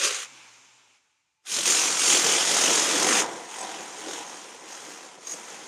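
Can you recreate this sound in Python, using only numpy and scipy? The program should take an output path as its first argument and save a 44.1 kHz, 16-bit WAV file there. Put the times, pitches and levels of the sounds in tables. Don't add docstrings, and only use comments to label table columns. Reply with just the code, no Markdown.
import sys
import numpy as np
from scipy import signal
from scipy.fft import rfft, irfft, next_fast_len
from scipy.io import wavfile
from scipy.ndimage import uniform_filter1d

SR = 44100
rng = np.random.default_rng(int(sys.argv[2]) if len(sys.argv) > 2 else 0)


def wav_record(signal):
    frames = np.transpose(np.atleast_2d(signal))
    bounded = np.clip(frames, -1, 1)
    quanta = np.round(bounded * 32767).astype(np.int16)
    wavfile.write(sys.argv[1], SR, quanta)


def makeup_ratio(level_db):
    decades = np.asarray(level_db, float) / 20
    return 10 ** decades


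N = 250389

# [t/s, overall level/dB, wall's answer/dB]
STRETCHES = [
    [(0.0, -24, -22), (0.016, -27.5, -8.5), (0.06, -23.5, -16), (0.106, -31, -10), (0.236, -37.5, -9),
     (0.27, -55.5, 1)],
    [(1.452, -62, -10), (1.462, -46, -16), (1.49, -37, -17), (1.515, -33, -18), (1.525, -28, -19),
     (1.575, -27, -16), (1.61, -30, -16), (1.645, -29, -12), (1.66, -23.5, -14), (1.84, -24, -12),
     (1.95, -27, -10.5), (2.0, -24.5, -13.5), (2.13, -21, -11.5), (2.2, -23.5, -10), (2.3, -22, -10),
     (2.45, -25.5, -8.5), (2.55, -23.5, -9), (2.65, -22, -10), (2.69, -24, -5), (2.73, -21, -11),
     (2.79, -24.5, -6), (2.89, -23.5, -10), (3.06, -27, -2), (3.17, -24.5, -2.5), (3.198, -22, -6),
     (3.258, -43, 12), (3.34, -44, 5), (3.4, -45.5, 3.5)],
    [(3.47, -47.5, 3), (3.52, -43, 0), (3.65, -43.5, 1), (3.82, -43.5, 2), (3.96, -45, 1), (4.06, -43, 0),
     (4.15, -39.5, -2), (4.27, -45, 0.5), (4.52, -46.5, -2), (4.59, -50, 2.5), (4.67, -48.5, 1),
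     (4.69, -44, -2), (4.9, -44.5, -3), (5.04, -47, -1), (5.2, -55, 3), (5.24, -49, -2), (5.262, -50, -5),
     (5.272, -41, -7), (5.33, -37.5, -12.5), (5.38, -44.5, -1.5), (5.52, -44.5, -1.5), (5.68, -45.5, -2.5)],
]
# [t of the clearest blow/s, added bite 0-1, half length/s]
BITES = [(0.054, 0.19, 0.092), (1.632, 0.42, 0.24), (2.102, .45, 0.12), (2.29, .25, .05),
         (2.585, 0.33, 0.12), (2.776, 0.23, 0.044), (3.044, 0.54, 0.059), (3.148, 0.18, 0.088),
         (3.605, 0.56, 0.092), (3.761, 0.18, 0.11), (4.085, 0.5, 0.078), (4.321, 0.08, .08),
         (5.294, 0.18, 0.077)]
# (level/dB, share of the wall's answer, extra level in the first burst/dB)
PARTS = dict(steel=(-0.83, 0.02, 0.1), ring=(-7.5, 0.02, 2), chips=(-4.0, 0.17, 3.6),
         plaster=(-3.5, 0.57, 3.6), wall=(-3.0, 1.07, -5.5), thud=(-3.5, 0.87, 0.1),
         hollow=(-1.0, 0.51, -1.5), air=(-29.5, -0.079, -2.0))
# [t/s, half length/s, level change/dB, part]
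SWELLS = [(1.47, .05, -6, "thud"), (1.52, .02, 6, "air"), (1.582, .04, 4.5, "thud"),
          (1.45, .04, 5, "plaster"), (1.46, .04, 3, "air"), (1.47, .05, 5, "chips"),
          (1.66, .08, 3.5, "air"), (1.7, 0.074, 1.5, "steel"), (1.78, 0.037, 1.5, "chips"),
          (2.196, 0.052, 3, "air"), (2.3, 0.065, 0, "ring"), (2.33, .08, -3, "air"),
          (2.587, 0.032, -3, "ring"), (2.598, .08, 1, "air"), (2.8, .1, -5, "air"),
          (3.026, 0.073, -1.5, "chips"), (3.11, 0.1, 2, "plaster"), (3.1, .06, -3, "wall"),
          (3.197, 0.043, 5, "ring"), (3.28, .08, 5, "air"), (3.33, .07, 3, "thud"), (3.4, .1, 2, "wall"),
          (3.52, .08, -5, "thud"), (3.63, .1, 5.5, "wall"), (3.53, .03, 5, "air"), (3.73, .05, 3, "chips"),
          (3.81, .03, 6, "air"), (3.98, 0.035, 10, "ring"), (4.01, .015, 6, "air"), (4.06, .05, 6, "thud"),
          (4.12, .05, 4, "air"), (4.2, .1, 3, "wall"), (4.505, .12, -1, "plaster"),
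          (4.634, 0.023, 1.5, "thud"), (4.7, .05, 6, "air"), (4.89, .03, 4, "air"), (5.18, .015, 5, "thud"),
          (5.08, .08, -4, "air"), (5.17, .04, -5, "air"), (5.25, .02, 10, "air"), (5.29, .04, 6, "air"),
          (5.304, 0.063, -7, "chips"), (5.343, 0.024, 9.5, "thud")]
# [t/s, peak level/dB, f/Hz]
TINKS = [(3.59, -36.5, 8300), (3.608, -28.5, 7900), (3.613, -34, 6200), (3.633, -38, 8300),
         (5.245, -39, 6600), (5.268, -26, 6530), (5.281, -36, 6540), (5.292, -27, 6600),
         (5.309, -25.5, 6750), (5.317, -25, 6560), (5.33, -27.5, 6600)]
# (t/s, length/s, level/dB, f/Hz, width/Hz)
START_NOTE = (1.452, .14, -46, 10700, 150)

# [f/Hz, level per Hz/dB]
STEEL_COLOUR = [(3700, -29), (4200, -11.5), (5200, -4), (6000, -3.5), (6600, -1.5), (7350, -3), (7900, -12),
                (8250, -6.5), (8800, -8.5), (10400, -16.5), (11000, -19), (11900, -23), (12100, -43.5)]
PLASTER_COLOUR = [(950, -22), (1120, 0.5), (1450, 0), (1780, -1.5), (2050, -0.5), (2700, -14.5)]
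CHIPS_COLOUR = [(1750, -28.5), (2300, -3), (2500, -0.5), (2850, -1.5), (3300, 0), (4100, -4.5), (4900, -19)]
WALL_COLOUR = [(540, -26), (640, -6), (750, 3), (900, -1), (990, 3), (1070, -2.5), (1200, -29.5)]
AIR_COLOUR = [(11800, -29), (12100, -3.5), (15400, -6), (15650, -41)]
# [f/Hz, level per Hz/dB]
THUD_COLOURS = [
    [(18, -77), (30, -45.5), (130, -28), (222, -24), (377, -4), (459, -0.5), (582, -2), (700, -27),
     (910, -49.5), (1540, -120)],
    [(18, -67), (30, -56), (92, -28), (192, -6.5), (246, -6), (273, -4), (323, -0.5), (545, -1), (629, -5),
     (680, -5), (880, -45), (1500, -120)],
]
# [f/Hz, relative level/dB, t60/s]
CHISEL_MODES = [(4700, -7.5, 0.017), (5740, -3, 0.011), (6200, -5.5, 0.027), (6530, -6, 0.027),
                (6620, -5.5, 0.028), (7100, -10.5, 0.024), (8300, -7.5, 0.022), (10550, -20, 0.026)]
BRICK_MODES = [(294, -9, 0.21), (340.8, -11, 0.23), (369, -13.5, 0.36), (467.2, -6, 0.24),
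               (532, -11.5, 0.31), (773, -5, .1), (857, 0.5, 0.068), (990, -12.5, 0.019), (1830, -7, 0.15)]

# [f/Hz, level per Hz/dB]
WHIRR_COLOUR = [(40, -20.5), (150, -19.5), (260, -7.5), (460, -10), (700, -9.5), (850, -1.5), (1900, -6),
                (2400, 0.5), (2900, -3), (4500, -9.5), (6200, -4), (7400, -6), (7900, -15), (8500, -12),
                (11900, -31), (12200, -34), (15500, -37)]
# [t/s, f/Hz, level/dB]
HUM = [(0.05, 140, -71), (0.366, 128, -76), (0.53, 115, -76), (0.808, 126, -84), (0.906, 107.5, -87),
       (1.0, 120, -97)]
# [f/Hz, width/Hz, level/dB]
FAINT_TONES = [(875, 8, -89.5), (2420, 90, -87.5)]
# [f/Hz, level per Hz/dB]
SITE_COLOUR = [(30, -0.5), (130, 1.5), (450, -14.5), (860, -7.5), (2500, -5.5), (6900, -6.5), (12000, -23),
               (15500, -26.5)]


def noise():
    return rng.standard_normal(N)


def rms_one(x):
    return x / np.sqrt(np.mean(x ** 2) + 1e-20)


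def in_time(rows):
    s, *columns = np.transpose(rows)
    return [np.interp(np.arange(N) / SR, s, column) for column in columns]


def drift(rate_hz):
    knots = rng.standard_normal(int(N / SR * 60) + 2)
    pole = np.exp(-2 * np.pi * rate_hz / 60)
    smooth = rms_one(signal.lfilter([1], [1, -pole], knots))
    return np.interp(np.arange(N) / SR * 60, np.arange(len(knots)), smooth)


def coloured(x, spectrum, patchy_db, count):
    hz, level_db = np.transpose(spectrum)
    size = next_fast_len(N)
    f = np.maximum(np.arange(size // 2 + 1) * SR / size, 1)
    shaped = rfft(x, size) * makeup_ratio(np.interp(np.log(f), np.log(hz), level_db, -90, -90))
    place = np.interp(f, [hz[0], hz[-1]], [0, count - 1])
    total = np.zeros(N)
    for k in range(count):
        band = irfft(shaped * np.maximum(1 - abs(place - k), 0), size)[:N]
        total += band * makeup_ratio(patchy_db * drift(8.2))
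    return rms_one(total)


def ring(push, hz, t60_s):
    radius, turn = makeup_ratio(-60 / (t60_s * SR)), 2 * np.pi * hz / SR
    return signal.lfilter([0, np.sin(turn)], [1, -2 * radius * np.cos(turn), radius ** 2], push + 1e-18)


def narrow_tone(hz, width_hz):
    return rms_one(ring(noise(), hz, 2.2 / width_hz))


def site_air():
    return makeup_ratio(-82.5) * coloured(noise(), SITE_COLOUR, patchy_db=-1.0, count=4)


def faint_tones():
    return sum(makeup_ratio(level_db) * narrow_tone(hz, width_hz) for hz, width_hz, level_db in FAINT_TONES)


def whirr():
    t = np.arange(N) / SR
    sinks_s, knee_s = 0.39, 0.97
    level_db = -49.5 - 23.5 * np.clip(t - sinks_s, 0, knee_s - sinks_s)
    level_db -= 30 * np.maximum(t - knee_s, 0)
    level_db -= 4.5 * np.clip((t - knee_s) / 0.03, 0, 1)
    body = makeup_ratio(level_db) * coloured(noise(), WHIRR_COLOUR, patchy_db=1.2, count=30)
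    hum_hz, hum_db = in_time(HUM)
    turns = np.cumsum(hum_hz * (1 + 0.03 * drift(12.0))) / SR
    hum = makeup_ratio(hum_db + 3.0 * drift(8.0)) * np.sqrt(2) * np.sin(2 * np.pi * turns)
    return body + hum * (t < HUM[-1][0])


def start_ring():
    s, length_s, level_db, hz, width_hz = START_NOTE
    shape = np.interp(np.arange(N) / SR, [s, s + 0.3 * length_s, s + length_s], [0, 1, 0])
    return makeup_ratio(level_db) * shape * narrow_tone(hz, width_hz)


def tinks():
    out, touch = np.zeros(N), np.hanning(260)
    for s, level_db, hz in TINKS:
        scrape = np.zeros(N)
        scrape[round(s * SR):][:len(touch)] = touch * rng.standard_normal(len(touch))
        note = ring(scrape, hz, t60_s=0.039)
        out += makeup_ratio(level_db) * note / abs(note).max()
    return out


def walls():
    t60_s, tail_db, lead = 0.34, -3, 512
    t = np.arange(2 ** 14) / SR
    tail = rng.standard_normal(len(t)) * makeup_ratio(-60 * t / t60_s) * (t > 0.004)
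    response = makeup_ratio(tail_db) * tail / np.linalg.norm(tail) + (t == 0)
    spectrum = rfft(response)
    even = np.roll(irfft(spectrum / abs(spectrum)), lead)
    return lambda x: rms_one(signal.fftconvolve(x, even)[lead:N + lead])


def loudness():
    t = np.arange(N) / SR
    early = t < 1
    first, long, quiet = STRETCHES
    level_db, answer_db = np.where(early, in_time(first), in_time(long + quiet))
    gap_s = np.where(early, t - first[-1][0], long[0][0] - t)
    level_db = level_db - 800 * np.maximum(gap_s, 0)
    levels = {}
    for part, (part_db, share, first_db) in PARTS.items():
        levels[part] = level_db + part_db + share * answer_db + first_db * early
    for s, half_s, swell_db, part in SWELLS:
        width_s = half_s * np.where(t < s, 0.4, 1)
        levels[part] = levels[part] + swell_db * np.exp(-((t - s) / width_s) ** 2)
    quick_db = np.clip(level_db - uniform_filter1d(level_db, size=SR // 2), -6, 6)
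    levels["air"] = levels["air"] + 0.4 * np.minimum(quick_db, 1.5) + 1.2 * drift(16.0)
    levels["hollow"] = levels["hollow"] - 46 * t
    return {part: makeup_ratio(part_db) for part, part_db in levels.items()}, early


def contacts(spread_db, jitter_s, rattle_per_s, least_rattle_db):
    blows_per_s, skating_bite, skating_jitter_s = 44, 0.25, 0.002
    s, strength, half_s = np.transpose(BITES)
    number = np.cumsum(np.round(np.diff(s, prepend=-1, append=7) * blows_per_s))
    when = np.interp(np.arange(number[-1]), np.r_[0, number], np.r_[-1, s, 7])
    when = when[(when > 0) & (when < N / SR)]
    nearness = np.exp(-((when[:, None] - s) / half_s) ** 2)
    bite = skating_bite + (strength * nearness).sum(axis=1)
    time_chance, strength_chance = rng.standard_normal((2, len(when)))
    loose_s = jitter_s + skating_jitter_s * skating_bite / bite
    at = np.clip((when + loose_s * time_chance) * SR, 0, N - 1).astype(int)
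    blows = np.zeros(N)
    blows[at] = bite * makeup_ratio(spread_db * strength_chance)
    sizes = makeup_ratio(least_rattle_db + 4.5 * np.minimum(rng.exponential(1, N), 3.5))
    return blows, sizes * (rng.random(N) < rattle_per_s / SR)


def crunch(blows, rattle, rise_s, fall_s, blow_gain, steady, crack):
    t = np.arange(int(0.06 * SR)) / SR
    flare = np.exp(-t / fall_s) - np.exp(-t / np.minimum(rise_s, 0.9 * fall_s))
    tick = np.exp(-t / 0.00022)
    envelope = steady + blow_gain * signal.fftconvolve(blows, flare / flare.max())[:N]
    envelope += signal.fftconvolve(rattle, tick)[:N]
    return noise() * envelope + crack * (blows + rattle)


def struck(hits, modes, spread_db):
    total = np.zeros(N)
    for hz, level_db, t60_s in modes:
        strikes = hits * makeup_ratio(spread_db * noise()) * rng.choice([-1, 1], N)
        total += makeup_ratio(level_db) * ring(strikes, hz, t60_s)
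    return rms_one(total)


def hammer():
    gain, early = loudness()
    blows, rattle = contacts(spread_db=1.0, jitter_s=0.0015, rattle_per_s=320, least_rattle_db=-15.0)
    hits, smear = blows + rattle, walls()

    steel = crunch(blows, rattle, 0.0046, 0.0049, 1.84, 0.71, crack=9.0)
    steel = smear(coloured(steel, STEEL_COLOUR, patchy_db=2.5, count=20))
    plaster = crunch(blows, rattle, 0.0012, 0.0015, 3.0, 0.99, crack=6.2)
    plaster = smear(coloured(plaster, PLASTER_COLOUR, patchy_db=1.0, count=5))
    chips = crunch(blows, rattle, 0.0028, 0.0021, 1.88, 0.74, crack=9.9)
    chips = smear(coloured(chips, CHIPS_COLOUR, patchy_db=2.0, count=8))

    highpass = signal.butter(2, 4500, "high", fs=SR, output="sos")
    chisel = smear(signal.sosfilt(highpass, struck(hits, CHISEL_MODES, spread_db=1.0)))
    chisel = makeup_ratio(2 * drift(4.7)) * chisel

    wall = crunch(blows, 0.3 * rattle, 0.0014, 0.0027, 2.45, 1.0, crack=6.0)
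    wall = coloured(wall, WALL_COLOUR, patchy_db=-0.5, count=3)
    high_modes = [mode for mode in BRICK_MODES if mode[0] > 620]
    wall = smear(wall + makeup_ratio(-13.0) * struck(hits, high_modes, spread_db=-3.0))

    push = crunch(blows, 0.24 * rattle, 0.0027, 0.0087, 1.54, 0.99, crack=6.0)
    hollow, thud = [coloured(push, colour, patchy_db=2.5, count=5) for colour in THUD_COLOURS]
    low_modes = [mode for mode in BRICK_MODES if mode[0] < 620]
    thud = smear(thud + makeup_ratio(-6.5) * struck(hits, low_modes, spread_db=3.5))
    low = np.where(early, gain["hollow"] * smear(hollow), gain["thud"] * thud)

    air = coloured(noise(), AIR_COLOUR, patchy_db=0.8, count=2)
    metal = gain["steel"] * steel + gain["ring"] * chisel
    masonry = gain["plaster"] * plaster + gain["chips"] * chips + gain["wall"] * wall
    return metal + masonry + low + gain["air"] * air


def scene():
    background = site_air() + faint_tones() + whirr()
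    return np.tile(background + start_ring() + tinks() + hammer(), (2, 1))


def top_cut(x):
    return signal.sosfilt(signal.butter(12, 15590, fs=SR, output="sos"), x)


def record(dry):
    highpass = signal.butter(3, 60, "high", fs=SR, output="sos")
    cut = signal.sosfilt(highpass, dry)
    peak_limit = 0.48
    mix = peak_limit * np.tanh(cut / peak_limit)
    return top_cut(mix)


dry = scene()
out = record(dry)
wav_record(out)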